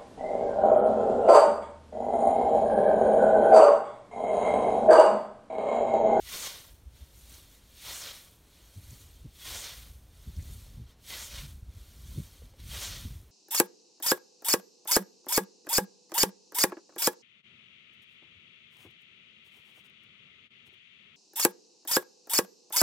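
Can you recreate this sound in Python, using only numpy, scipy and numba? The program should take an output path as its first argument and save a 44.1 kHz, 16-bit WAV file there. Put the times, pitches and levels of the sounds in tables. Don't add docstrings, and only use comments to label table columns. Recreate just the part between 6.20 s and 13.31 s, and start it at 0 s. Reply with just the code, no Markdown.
import sys
import numpy as np
from scipy import signal
from scipy.fft import rfft, irfft
from scipy.io import wavfile
from scipy.ndimage import uniform_filter1d
from numba import njit

SR = 44100
rng = np.random.default_rng(int(sys.argv[2]) if len(sys.argv) > 2 else 0)


def digitize_waveform(pressure):
    field = np.atleast_2d(pressure).T
    bounded = np.clip(field, -1, 1)
    quanta = np.round(bounded * 32767).astype(np.int16)
    wavfile.write(sys.argv[1], SR, quanta)


N = 313551
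T = np.arange(N) / SR
FREQS = np.arange(N // 2 + 1) * SR / N

# centre_s, crunch_db, half_length_s
PATCHES = [(.265, 4, 0.017), (1.789, -2.5, 0.013), (3.41, -0.5, 0.02), (3.445, 5.5, 0.0082),
           (5.047, 1.5, 0.01), (5.088, -5, .033), (6.637, 4.5, 0.046)]
# freq_hz, gain_db
CUT_COLOUR = [(100, 1.5), (300, -2), (480, 0.5), (780, 0.5), (1500, -2.5), (2700, -4.5), (3400, -0.5),
              (4400, -3), (6500, -4), (9000, -7), (12000, -8.5), (16000, -9.5)]
SAG_DB_PER_S = 7.5
TEAR_DB, TEAR_SAG_DB_PER_S, TEAR_ATTACK, TEAR_RELEASE = -10.5, 27.5, 1.9, 0.76
HISS_DB, HISS_ATTACK, HISS_RELEASE = -3, 0.95, 0.71
HISS_MUFFLE_DB = -3.5
HISS_LEAD_S = 0.01
SLIDE_DB, SLIDE_HZ, SLIDE_WIDTH_HZ = -9.5, 3760, 2200
SLICE_DB, SLICE_SPEED_DB = 1, 7.5


def cuts(blade):
    bite = stroke(SAG_DB_PER_S)
    patch_db = sum(db * swell(s, half_s) for s, db, half_s in PATCHES)
    speed, edge_hz, load = swing()

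    rate = 20000 * (bite / amp(-40.5)) ** 0.3
    stalks = snaps(rate, spread_db=1.5) + amp(-4.5) * stems(1800, cycles=81.4, spread_db=2.6)
    slicing = sweep(snaps(rate, spread_db=-2.5), edge_hz, 2600.0)
    ring = filtered(snaps(rate, spread_db=1.0), blade)
    slicing_gain = amp(SLICE_DB + SLICE_SPEED_DB * speed)
    severing = filtered(stalks + slicing_gain * slicing + amp(3.0) * ring, colour(CUT_COLOUR))

    above_low, above_high = above(1450), above(7650)
    tear_band = unit(filtered(severing, 1 - above_low))
    crunch_band = unit(filtered(severing, above_low - above_high))
    hiss_band = unit(filtered(severing, above_high))

    tufts = walk(90)
    tear_gain = stroke(TEAR_SAG_DB_PER_S, TEAR_ATTACK, TEAR_RELEASE)
    tear = tear_gain * amp(TEAR_DB + patch_db + 1.9 * tufts) * tear_band
    crunch = bite * amp(-1.07 + patch_db + 1.1 * tufts) * crunch_band

    hiss_gain = stroke(SAG_DB_PER_S, HISS_ATTACK, HISS_RELEASE, HISS_LEAD_S)
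    hiss = hiss_gain * amp(HISS_DB + HISS_MUFFLE_DB * load + 0.48 * patch_db) * hiss_band

    flat = unit(filtered(rng.standard_normal(N), resonance(SLIDE_HZ, SLIDE_WIDTH_HZ) ** 2))
    slide = bite * (1 - speed) * amp(SLIDE_DB + patch_db + tufts) * flat

    lowest_mode = unit(filtered(rng.standard_normal(N), resonance(576, 71) ** 2))
    drone = bite * amp(-19.0) * load * lowest_mode
    return tear + crunch + hiss + slide + drone


# full_bite_s, standing_grass_s, level_db, attack_db_per_s, release_db_per_s, fastest_s
CUTS = [(0.139, 0.16, -40, 133, 113, .222), (1.693, 0.2, -42.5, 128, 98, 1.78),
        (3.279, .215, -42.5, 152, 91.5, 3.39), (4.906, .296, -43.5, 282, 140, 5.045),
        (6.542, 0.23, -43.4, 162, 103, 6.65)]


def stroke(sag_db_per_s, attack=1, release=1, lead_s=0):
    gain = 0
    for s, length_s, db, attack_db_per_s, release_db_per_s, _ in CUTS:
        age_s = T - s
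        entering_db = attack * attack_db_per_s * np.maximum(-age_s - lead_s, 0)
        leaving_db = release * release_db_per_s * np.maximum(age_s - length_s, 0)
        sag_db = sag_db_per_s * np.clip(age_s, 0, length_s)
        gain = gain + amp(db - entering_db - sag_db - leaving_db)
    return gain


def swing(entry_hz=3200, fast_hz=7200, exit_hz=4000, fast_s=0.068, heap_lag_s=0.11, heap_s=0.072):
    speed = sum(swell(fastest_s, fast_s) for *_, fastest_s in CUTS)
    load = sum(swell(fastest_s + heap_lag_s, heap_s) for *_, fastest_s in CUTS)
    edge_hz = entry_hz + (fast_hz - entry_hz) * speed + (exit_hz - entry_hz) * load
    return speed, edge_hz, load


# freq_hz, width_hz, gain_db
BLADE = [(551, 230, -2), (1148, 23, 1), (1458, 98, -2), (1957, 34, 1.5), (2150, 130, -2), (2380, 270, -1),
         (2883, 66, 3), (3192, 57, 5), (3550, 13, 7), (3660, 28, 2), (3920, 39, 4), (4080, 43, -5),
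         (4364, 220, 2.5), (4644, 93, 6.5), (5340, 67, -5), (6040, 37, 3), (7000, 90, -14),
         (8180, 440, -5.5)]


def blade_response():
    return sum(amp(db) * resonance(hz, width_hz) for hz, width_hz, db in BLADE)


# fastest_s, level_db, rise_db_per_s, fall_db_per_s
BACKSWINGS = [(1.14, -57.5, 61, 51), (2.735, -61, 22, 25.5), (4.327, -59.5, 30, 33),
              (5.977, -60.2, 20, 22.5)]
# centre_s, level_db, half_length_s, treble_relative_db
BRUSHES = [(0.812, -64, 0.096, 0.5), (1, -70, .07, 11), (1.34, -68.5, .056, 6), (1.485, -68, 0.084, 0),
           (2.375, -65.5, 0.15, -.5), (2.816, -62.5, .022, 5), (4.02, -66.4, 0.14, 1),
           (4.703, -65, 0.037, -4.5), (5.62, -64.7, .124, 1), (6.403, -57.5, .014, -4)]
# freq_hz, gain_db
STUBBLE_COLOUR = [(200, 2), (600, -7), (1500, -7.5), (2700, -5.5), (3500, 0), (5000, -4), (7000, -1),
                  (9000, -2.5), (12000, -2.5), (16000, -5)]
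STUBBLE_HISS_DB, STUBBLE_HISS_GROWTH = 4, 1.41


def backswings(blade):
    flicks = snaps(9000, spread_db=-0.3) + 1.04 * rng.standard_normal(N)
    flicks += stems(2200, cycles=92, spread_db=2.7)
    ring = filtered(snaps(9000, spread_db=-0.3), blade)
    stubble = amp(0.5 * walk(40)) * filtered(flicks + amp(6.0) * ring, colour(STUBBLE_COLOUR))

    rustle = hiss = 0
    for s, db, rise_db_per_s, fall_db_per_s in BACKSWINGS:
        slow_db = np.minimum(rise_db_per_s * (T - s), fall_db_per_s * (s - T))
        moving = np.exp(-np.abs((T - s) / 0.365) ** 8)
        rustle = rustle + moving * amp(db + slow_db)
        hiss = hiss + moving * amp(db + STUBBLE_HISS_DB + STUBBLE_HISS_GROWTH * slow_db)

    brush = sum(amp(db) * swell(s, half_s) for s, db, half_s, _ in BRUSHES)
    brush_hiss = sum(amp(db + treble_db) * swell(s, half_s) for s, db, half_s, treble_db in BRUSHES)
    high = above(5400)
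    body = np.hypot(rustle, brush) * unit(filtered(stubble, 1 - high))
    treble = np.hypot(hiss, brush_hiss) * unit(filtered(stubble, high))
    return body + treble


# start_s, level_db, centre_hz, decay_s, ring_gain
STALKS = [(.258, -37.5, 3970, 0.011, .5), (1.095, -46.5, 7800, 0.0049, .3), (1.138, -51, 5860, 0.016, 0.73),
          (2.047, -48, 9000, .002, .1), (2.707, -47, 7000, .003, .4), (4.166, -49, 5500, 0.0021, .6),
          (4.193, -58, 2030, 0.012, 0.2), (4.225, -46, 6900, 0.0023, .4), (4.335, -51, 8950, .008, .3),
          (4.464, -54.5, 600, .005, .3), (4.904, -36, 3200, 0.0033, 0.97),
          (4.937, -34.5, 3600, 0.0061, 0.71), (6.219, -54, 490, 0.0062, 0.3),
          (6.256, -49.5, 3850, 0.0013, .6), (6.336, -50.5, 537, 0.0056, .8)]


def stiff_stalks(blade):
    out = np.zeros(N)
    noise = rng.standard_normal(N)
    steel = unit(filtered(noise, blade))
    for s, db, hz, decay_s, ring_gain in STALKS:
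        start = int(s * SR)
        part = slice(start, start + SR // 10)
        band = signal.butter(1, [hz / 1.06, min(hz * 1.09, SR / 2.5)], "band", fs=SR)
        crack = unit(signal.lfilter(*band, noise[part] + ring_gain * steel[part]))
        age_s = T[:len(crack)]
        rise = 1 - np.exp(-age_s / (0.057 * decay_s))
        out[part] += amp(db) * crack * np.exp(-age_s / decay_s) * rise
    return out


# centre_s, level_db, freq_hz, half_length_s
ZINGS = [(0.082, -53.5, 1990, 0.013), (3.229, -49, 3330, 0.012), (4.93, -53, 2035, 0.03),
         (6.519, -45, 3190, 0.0058)]


def zings():
    out = 0
    for s, db, hz, half_s in ZINGS:
        squeal = np.sqrt(2) * np.sin(2 * np.pi * hz * T + 0.66 * walk(180))
        out = out + amp(db) * swell(s, half_s) * squeal
    return out


# centre_s, level_db, half_length_s
GUSTS = [(0.023, -54, 0.089), (0.527, -50.5, 0.024), (1.047, -52.5, 0.14), (1.685, -47, 0.03),
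         (2.68, -56.5, .1), (3.023, -53.5, 0.2), (3.304, -48, .05), (3.667, -51, 0.27), (4.225, -43.5, 0.2),
         (4.578, -44.5, 0.096), (5.327, -47, 0.35), (5.905, -44.5, 0.18), (6.243, -42, 0.032),
         (6.489, -43.5, 0.13), (6.843, -41.5, 0.19)]
# centre_s, level_db, eddy_hz, half_length_s, flutter_relative_db
BUFFETS = [(0.676, -40.5, 64, 0.014, -30), (0.829, -41.5, 66, 0.015, -21), (2.58, -43.5, 96, 0.019, -4.5),
           (2.735, -49, 120, 0.015, -1), (3.06, -49, 128, 0.014, 4.5), (4.086, -37.5, 65.3, 0.018, -8),
           (4.186, -32.5, 75.4, 0.017, -22.5), (4.596, -43.5, 118, 0.022, -5.5),
           (5.25, -48, 139.5, 0.024, -7), (5.431, -39, 77, 0.0051, -35), (5.494, -41, 73, 0.013, -32),
           (5.986, -39, 93, 0.021, 4), (6.492, -41, 93, 0.0036, -27), (6.857, -32.5, 75, 0.0072, -8.5)]
# freq_hz, gain_db
WIND_COLOUR = [(15, -55), (28, -28), (40, 4), (57, 8.5), (85, 2), (120, -6), (170, -24), (250, -39),
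               (400, -51), (800, -70), (2000, -93)]
BREEZE_DB = -62


def wind():
    gust_power = sum((amp(db) * swell(s, half_s)) ** 2 for s, db, half_s in GUSTS)
    gust_db = 10 * np.log10(amp(BREEZE_DB) ** 2 + gust_power)

    rumble = unit(filtered(rng.standard_normal(N), colour(WIND_COLOUR)))
    rumble /= np.sqrt(uniform_filter1d(rumble ** 2, SR // 14) + 0.011)
    puffs = amp(3.2 * walk(18))

    flutter_band = resonance(140, 108) ** 2 * (1 - above(530, order=4))
    flutter = unit(filtered(rng.standard_normal(N), flutter_band))
    flutter_gain = amp(-7 + (gust_db + 41))
    out = amp(gust_db) * puffs * (rumble + flutter_gain * flutter)

    for s, db, hz, half_s, flutter_db in BUFFETS:
        eddy = np.sqrt(2) * np.sin(2 * np.pi * (hz * (T - s) + rng.random()))
        out += amp(db) * swell(s, half_s) * (eddy + amp(flutter_db) * flutter)
    return out


# freq_hz, gain_db
FIELD_COLOUR = [(20, 5.5), (50, 5), (130, 5.5), (250, 2), (550, -4), (900, -9.5), (2000, -14), (5000, -15),
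                (16000, -29.5)]
FIELD_DB = -64


def field():
    hush = unit(filtered(rng.standard_normal(N), colour(FIELD_COLOUR)))
    return amp(FIELD_DB + 0.2 * walk(1.35)) * hush


def snaps(rate, spread_db):
    chance = np.clip(rate / SR, 0.02, 1)
    size = amp(spread_db * np.minimum(rng.exponential(size=N), 4))
    hit = rng.random(N) < chance
    return unit(hit * rng.standard_normal(N) * size / np.sqrt(chance))


def stems(rate, cycles, spread_db, count=40000):
    when, pitch, strength = rng.random((count, 3))[:int(rate * N / SR)].T
    hz = 900 + 14000 * pitch ** 1.5
    size = amp(spread_db * -np.log(0.03 + 0.97 * strength)) * hz ** 0.6
    start = (when * N).astype(np.int64)
    return unit(grains(start, 2 * np.pi * hz / SR, cycles * SR / hz, size))


@njit
def grains(start, turn, length, size):
    out = np.zeros(N)
    for k in range(len(start)):
        for i in range(min(N - start[k], int(length[k]))):
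            fade = np.sin(np.pi * i / length[k]) ** 2
            out[start[k] + i] += size[k] * fade * np.sin(turn[k] * i)
    return out


@njit
def sweep(x, hz, width_hz):
    y, band, low = np.empty(len(x)), 0., 0.
    for i in range(len(x)):
        g, k = np.tan(np.pi * hz[i] / SR), width_hz / hz[i]
        v = (band + g * (x[i] - low)) / (1 + g * (g + k))
        band, low, y[i] = 2 * v - band, low + 2 * g * v, k * v
    return y


def swell(s, half_s):
    return np.exp(-((T - s) / half_s) ** 2)


def walk(rate_hz):
    k = max(int(SR / rate_hz), 1)
    steps = np.repeat(rng.standard_normal(N // k + 1), k)
    return 1.14 * uniform_filter1d(steps, k)[:N]


def amp(db):
    return 10 ** (np.asarray(db) / 20)


def unit(x):
    return x / np.sqrt(np.mean(x ** 2))


def filtered(x, response):
    return irfft(rfft(x) * response, N)


def colour(points):
    hz, db = np.transpose(points)
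    return amp(np.interp(np.log(FREQS + 1), np.log(hz), db))


def resonance(hz, width_hz):
    damping = 1j * FREQS * width_hz
    return damping / (hz ** 2 - FREQS ** 2 + damping)


def above(hz, order=6):
    return 1 - 1 / (1 + (FREQS / hz) ** order)


def scene():
    blade = blade_response()
    mower = cuts(blade) + backswings(blade) + stiff_stalks(blade) + zings()
    mono = mower + wind() + field()
    return np.array([mono, mono])


# freq_hz, width_hz, gain_db
MIC_DIPS = [(2700, 520, 0), (4760, 215, -6), (7680, 550, -2), (10410, 410, -4.5)]
TOP_HZ = 15850


def record(dry):
    dips_db = sum(db * np.exp(-((FREQS - hz) / width_hz) ** 2) for hz, width_hz, db in MIC_DIPS)
    return filtered(dry, amp(dips_db) * (1 - above(TOP_HZ, order=300)))


dry = scene()
out = record(dry)
digitize_waveform(out)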